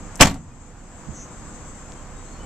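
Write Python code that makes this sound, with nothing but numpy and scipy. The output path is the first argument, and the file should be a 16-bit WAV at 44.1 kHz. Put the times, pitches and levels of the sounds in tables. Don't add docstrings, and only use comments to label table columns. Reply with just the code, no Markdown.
import sys
import numpy as np
from scipy import signal
from scipy.io import wavfile
from scipy.ndimage import uniform_filter1d

SR = 44100
rng = np.random.default_rng(int(sys.argv[2]) if len(sys.argv) > 2 else 0)


def log_audio(samples):
    frames = np.atleast_2d(samples).T
    limited = np.clip(frames, -1, 1)
    pcm = np.round(limited * 32767).astype(np.int16)
    wavfile.write(sys.argv[1], SR, pcm)


def linear_from_db(decibels):
    return 10 ** (np.asarray(decibels, float) / 20)


N = 108045

# frequency in Hz, likeness from -1 to 1.
AIR_LIKENESS = [(60, 0.79), (180, 0.93), (530, 0.96), (1580, 0.71), (4710, -0.031), (14000, 0.02)]
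# frequency in Hz, left minus right in dB.
AIR_BALANCE = [(60, -3), (180, -0.5), (530, 0.5), (1580, -1.5), (4710, 0.5), (14000, 16.5)]


def evened(x):
    return x / np.sqrt(np.mean(x ** 2) + 1e-20)


def read(points, hz):
    f, value = np.transpose(points)
    return np.interp(np.log(hz + 1), np.log(f + 1), value)


def add(mix, start_s, sound):
    part = mix[..., round(start_s * SR):][..., :sound.shape[-1]]
    part += sound[..., :part.shape[-1]]


def sides(pan_db):
    return linear_from_db(np.array([pan_db / 2, -pan_db / 2]))


def slow(rate_hz):
    t = np.arange(N) / SR
    drift = np.zeros(N)
    for hz in np.geomspace(rate_hz / 16, rate_hz, num=16):
        drift += np.sin(2 * np.pi * (hz * t + rng.random())) / np.sqrt(hz)
    return evened(drift)


def noise(colour, likeness, balance, patchy_db, size=1024):
    frames, hz = 4 * N // size + 5, np.fft.rfftfreq(size, 1 / SR)
    a, b, c, d, patches = rng.standard_normal((frames, len(hz), 5)).T
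    patches = uniform_filter1d(patches, size=10, axis=0)
    patches = evened(uniform_filter1d(patches, size=10, axis=1))
    like = np.clip(read(likeness, hz), -1, 1)[:, None]
    left, other = a + 1j * b, c + 1j * d
    z = np.array([left, like * left + np.sqrt(1 - like ** 2) * other])
    z *= sides(read(balance, hz))[..., None]
    z *= linear_from_db(read(colour, hz)[:, None] + patchy_db * patches)
    return evened(signal.istft(z, nperseg=size, noverlap=3 * size // 4)[1][:, :N])


def traffic():
    # frequency in Hz, density in dB per Hz.
    wash_colour = [(24, -31), (40, -3), (260, -10), (430, -18.5), (1060, -18), (4000, -37), (5800, -35),
                   (9800, -54), (14200, -60.5), (14800, -85)]
    # time in seconds, loudness in dB.
    swell = [(0, 0.5), (.15, 1.5), (.5, 0.5), (.8, -1), (1.1, -0.5), (1.35, 0), (1.7, -0.5), (2.0, -0.5),
             (2.45, .5)]
    t = np.arange(N) / SR
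    wash_db = -39.5 + np.interp(t, *np.transpose(swell)) + .3 * slow(9)
    wash = noise(wash_colour, AIR_LIKENESS, AIR_BALANCE, .8) * linear_from_db(wash_db)

    idle_hz = 30.8 * (1 + 0.025 * slow(3.3))
    idle = np.sin(2 * np.pi * np.cumsum(idle_hz) / SR) * linear_from_db(-39 - 3.1 * slow(1.7))

    hum_db = -56.5 + 3.6 * np.sin(2 * np.pi * 3.3 * t)
    hum_waver = 0.91 * np.sin(2 * np.pi * 6.5 * t)
    hum = linear_from_db(hum_db) * np.sin(2 * np.pi * 498 * t + hum_waver)
    return wash + hum + idle * sides(-4.5)[:, None]


def insects():
    # frequency in Hz, density in dB per Hz.
    chorus = [(5900, -13.5), (6300, 1.5), (7000, 0), (7600, 5.5), (7950, 2), (8200, -13), (9000, -17),
              (9600, -40.5)]
    band = [(100, -90), *chorus, (20000, -90)]
    hiss = noise(band, AIR_LIKENESS, AIR_BALANCE, 1.4, size=512)
    return hiss * linear_from_db(-48 + 0.5 * slow(90) + 1.4 * slow(9.4))


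def ticks():
    # start in seconds, level in dB, lowest and highest frequency in Hz, left minus right in dB.
    clicks = [
        (.1565, -29, 5640, 8900, 10),
        (.1566, -46, 8900, 15100, 14),
        (0.162, -31.5, 5500, 9020, 0.5),
        (.175, -45, 9050, 14500, 12),
        (.187, -51, 10000, 14000, 11.5),
        (.2005, -29, 5000, 9600, 7),
        (1.4, -58, 4000, 12100, 15),
        (1.686, -54, 7000, 11000, 11),
        (1.921, -35, 2300, 6700, 0.5),
    ]
    out, t = np.zeros((2, N)), np.arange(2000) / SR
    t60_s = .009
    for start_s, db, low_hz, high_hz, pan_db in clicks:
        band = signal.butter(3, [low_hz, high_hz], "band", fs=SR, output="sos")
        impulse = 8 * (t == 0)
        a, b = (rng.standard_normal((2, len(t))) + impulse) * linear_from_db(-60 * t / t60_s)
        snap = signal.sosfilt(band, [a, 0.47 * a + 0.35 * b])
        add(out, start_s, linear_from_db(db + 6.5) * snap / abs(snap).max() * sides(pan_db)[:, None])
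    return out


def seal():
    length_s, top_hz = 0.019, 2984
    out, t = np.zeros((2, N)), np.arange(0, length_s, 1 / SR)
    a, b = rng.standard_normal((2, len(t)))
    lowpass = signal.butter(2, top_hz, fs=SR, output="sos")
    squeeze = signal.sosfilt(lowpass, [a + 0.31 * b, a - 0.84 * b])
    add(out, .191, linear_from_db(-13.5) * evened(squeeze) * (t / length_s) ** 1.5)
    return out


def rattle(shudder):
    # frequency in Hz, density in dB per Hz.
    crash_colour = [(180, -37), (300, -6), (800, -7.5), (1100, -11.5), (2000, -13), (7800, -16.5),
                    (13500, -42.5), (14600, -50)]
    # frequency in Hz, left minus right in dB.
    crash_balance = [(60, -3.5), (500, -0.5), (4700, 1), (7000, 6), (8500, 7), (14000, 13.5)]
    # frequency in Hz, left-right likeness.
    crash_likeness = [(300, 0.99), (1000, .9), (3000, 0.69), (8000, 0.15)]
    # frequency in Hz, width in Hz, boost in dB.
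    ports = [(7400, 970, 3), (12480, 660, 13)]
    hz = np.geomspace(100, 20000, num=200)
    colour = read(crash_colour, hz)
    for port_hz, width_hz, db in ports:
        colour = colour + db * np.exp(-((hz - port_hz) / width_hz) ** 2)
    grain = linear_from_db(1.7 * evened(uniform_filter1d(rng.standard_normal(N), size=60)))
    crash = noise(np.transpose([hz, colour]), crash_likeness, crash_balance, 4.1, size=256)
    return linear_from_db(1.5) * shudder * grain * crash


def ring(force, hz, t60_s):
    t = np.arange(SR // 2) / SR
    return signal.fftconvolve(force, linear_from_db(-60 * t / t60_s) * np.sin(2 * np.pi * hz * t))[:N]


def sheet_metal(force_knocks, shudder):
    # frequency in Hz, level in dB, 60 dB decay time in seconds.
    modes = [(56.3, -5, 0.17), (97, -4, 0.22), (187.4, -10, .3), (235.9, -3, 0.33), (271.4, -1, 0.2),
             (394.5, -4.5, 0.096), (450, -6.5, 0.063), (590, -14, 0.081), (666, 0, 0.073),
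             (739.7, 2.5, .09), (858, -1, 0.057), (903, -2, .06), (1153, -4.5, .06), (1305, -4.5, 0.051)]
    out, lag_s = np.zeros((2, N)), .00008
    for hz, db, t60_s in modes:
        force = force_knocks * .5 + 0.017 * shudder * rng.standard_normal(N)
        mode = linear_from_db(db - 3) * ring(force, hz, t60_s)
        place = rng.uniform(-1, 1)
        late = np.interp(np.arange(N) - SR * lag_s * (1 + place), np.arange(N), mode)
        out += np.array([late, mode]) * sides(-0.5 * place - 0.6)[:, None]
    return out


def slam():
    # start in seconds,
    # knock in dB, rattle in dB, shudder length in seconds.
    blows = [(0.2046, -10, -21.5, 0.0047), (0.2087, -2.5, 2.5, 0.0087), (0.2147, 1, 2.5, .006),
             (.222, -1.5, -2.5, 0.0056), (0.229, -2, -8, 0.0056), (0.234, -7.5, -10.5, .005),
             (0.251, -7, -14, 0.0038), (.257, -9, -10, 0.004), (.27, -11.5, -12.5, .008),
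             (0.283, -20.5, -26, .005), (.298, -24, -21, 0.0098), (.312, -22, -24.5, 0.0054),
             (0.341, -33.5, -30, 0.0098), (0.358, -23, -46, 0.013)]
    knocks, shudder, t = np.zeros(N), np.zeros(N), np.arange(4000) / SR
    for start_s, knock_db, rattle_db, length_s in blows:
        knocks[round(start_s * SR)] = linear_from_db(knock_db)
        rise = np.minimum(t / 0.00056, 1)
        add(shudder, start_s, linear_from_db(rattle_db) * rise * np.exp(-t / length_s))
    out = rattle(shudder) + sheet_metal(knocks, shudder)

    push_hz, push_s = 68.2, .2095
    u = (t - .008) * 2 * np.pi * push_hz
    push = linear_from_db(0.5) * u * np.exp(-u ** 2 / 2)
    add(out, push_s - .003, push * np.ones((2, 1)))
    return out


def lot(x):
    # frequency in Hz, 60 dB decay time in seconds.
    decay = [(100, 0.77), (500, 0.25), (2000, 0.22), (10000, .16)]
    taps = np.zeros((2, SR // 2))
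    slots = np.arange(400, SR // 2 - 20, 20)
    at = slots + rng.integers(0, 20, (2, len(slots)))
    np.put_along_axis(taps, at, rng.choice([-1., 1.], at.shape), axis=1)
    taps = taps + 1.3 * taps[::-1]
    hz, t, z = signal.stft(taps, SR, nperseg=256)
    fade = linear_from_db(-60 * t / read(decay, hz)[:, None])
    tail = signal.istft(z * fade, SR, nperseg=256)[1]
    return signal.fftconvolve(x, tail / np.linalg.norm(tail[0]), axes=1)[:, :N]


def birds():
    # start in seconds, length in seconds, level in dB, start and end frequency in Hz.
    whistles = [
        (.505, .025, -54, 2480, 2450),
        (1.66, .12, -59, 6450, 6300),
        (1.965, .035, -60, 3150, 3200),
        (2.16, .035, -61, 3800, 3800),
        (2.215, .03, -62, 3800, 3850),
        (2.255, .045, -61, 4080, 4200),
        (2.315, .065, -58, 4250, 4330),
        (2.385, .03, -63, 4350, 4420),
        (2.39, .055, -53, 2950, 3080),
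    ]
    out = np.zeros((2, N))
    for start_s, length_s, db, start_hz, end_hz in whistles:
        t = np.arange(0, length_s, 1 / SR)
        waver = 1 + .003 * np.sin(2 * np.pi * 45 * t)
        hz = (start_hz + (end_hz - start_hz) * t / length_s) * waver
        swell = np.sin(np.pi * t / length_s) ** 0.41
        whistle = linear_from_db(db) * swell * np.sin(2 * np.pi * np.cumsum(hz) / SR)
        add(out, start_s, whistle * np.ones((2, 1)))

    length_s, chirps_per_s, duty = 0.11, 200, .7
    t = np.arange(0, length_s, 1 / SR)
    cycle = t * chirps_per_s % 1
    hz = 5500 + 1576 * cycle / duty + 932 * np.exp(-t / 0.012)
    chirp = np.sin(np.pi * np.minimum(cycle / duty, 1))
    envelope = np.sin(np.pi * (t / length_s) ** 1.3) ** .3
    buzz = linear_from_db(-36) * chirp * envelope * np.sin(2 * np.pi * np.cumsum(hz) / SR)
    add(out, 1.13, buzz * sides(1.9)[:, None])
    return out + linear_from_db(-5.5) * lot(out)


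def bumps():
    # start in seconds, level in dB, frequency in Hz.
    thuds = [
        (1.07, -33, 150),
        (1.085, -30, 210),
        (1.094, -28.5, 119),
        (1.096, -29.5, 76.2),
    ]
    out, t = np.zeros((2, N)), np.arange(6000) / SR
    t60_s = 0.1
    for start_s, db, hz in thuds:
        thud = linear_from_db(db - 60 * t / t60_s) * np.sin(2 * np.pi * hz * t)
        add(out, start_s, thud * sides(-12.5)[:, None])
    return out


def scene():
    lid = seal() + slam()
    return traffic() + insects() + ticks() + lid + linear_from_db(-12.5) * lot(lid) + birds() + bumps()


def top_cut(x):
    return signal.sosfilt(signal.butter(12, 14630, fs=SR, output="sos"), x)


def record(dry):
    duck_from_db, duck_share, back_db_s, lag_s, ceiling = -18, 0.52, 13, 0.039, 0.94
    power = abs(uniform_filter1d((dry ** 2).mean(0), size=400))
    power_db = 10 * np.log10(power + 1e-12)
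    fall_db = np.arange(N) * back_db_s / duck_share / SR
    held_db = np.maximum.accumulate(power_db + fall_db) - fall_db
    over_db = np.maximum(held_db - duck_from_db, 0)
    keep = np.exp(-1 / (lag_s * SR))
    duck_db = duck_share * signal.lfilter([1 - keep], [1, -keep], over_db)
    return top_cut(np.clip(dry / linear_from_db(duck_db), -ceiling, ceiling))


dry = scene()
out = record(dry)
log_audio(out)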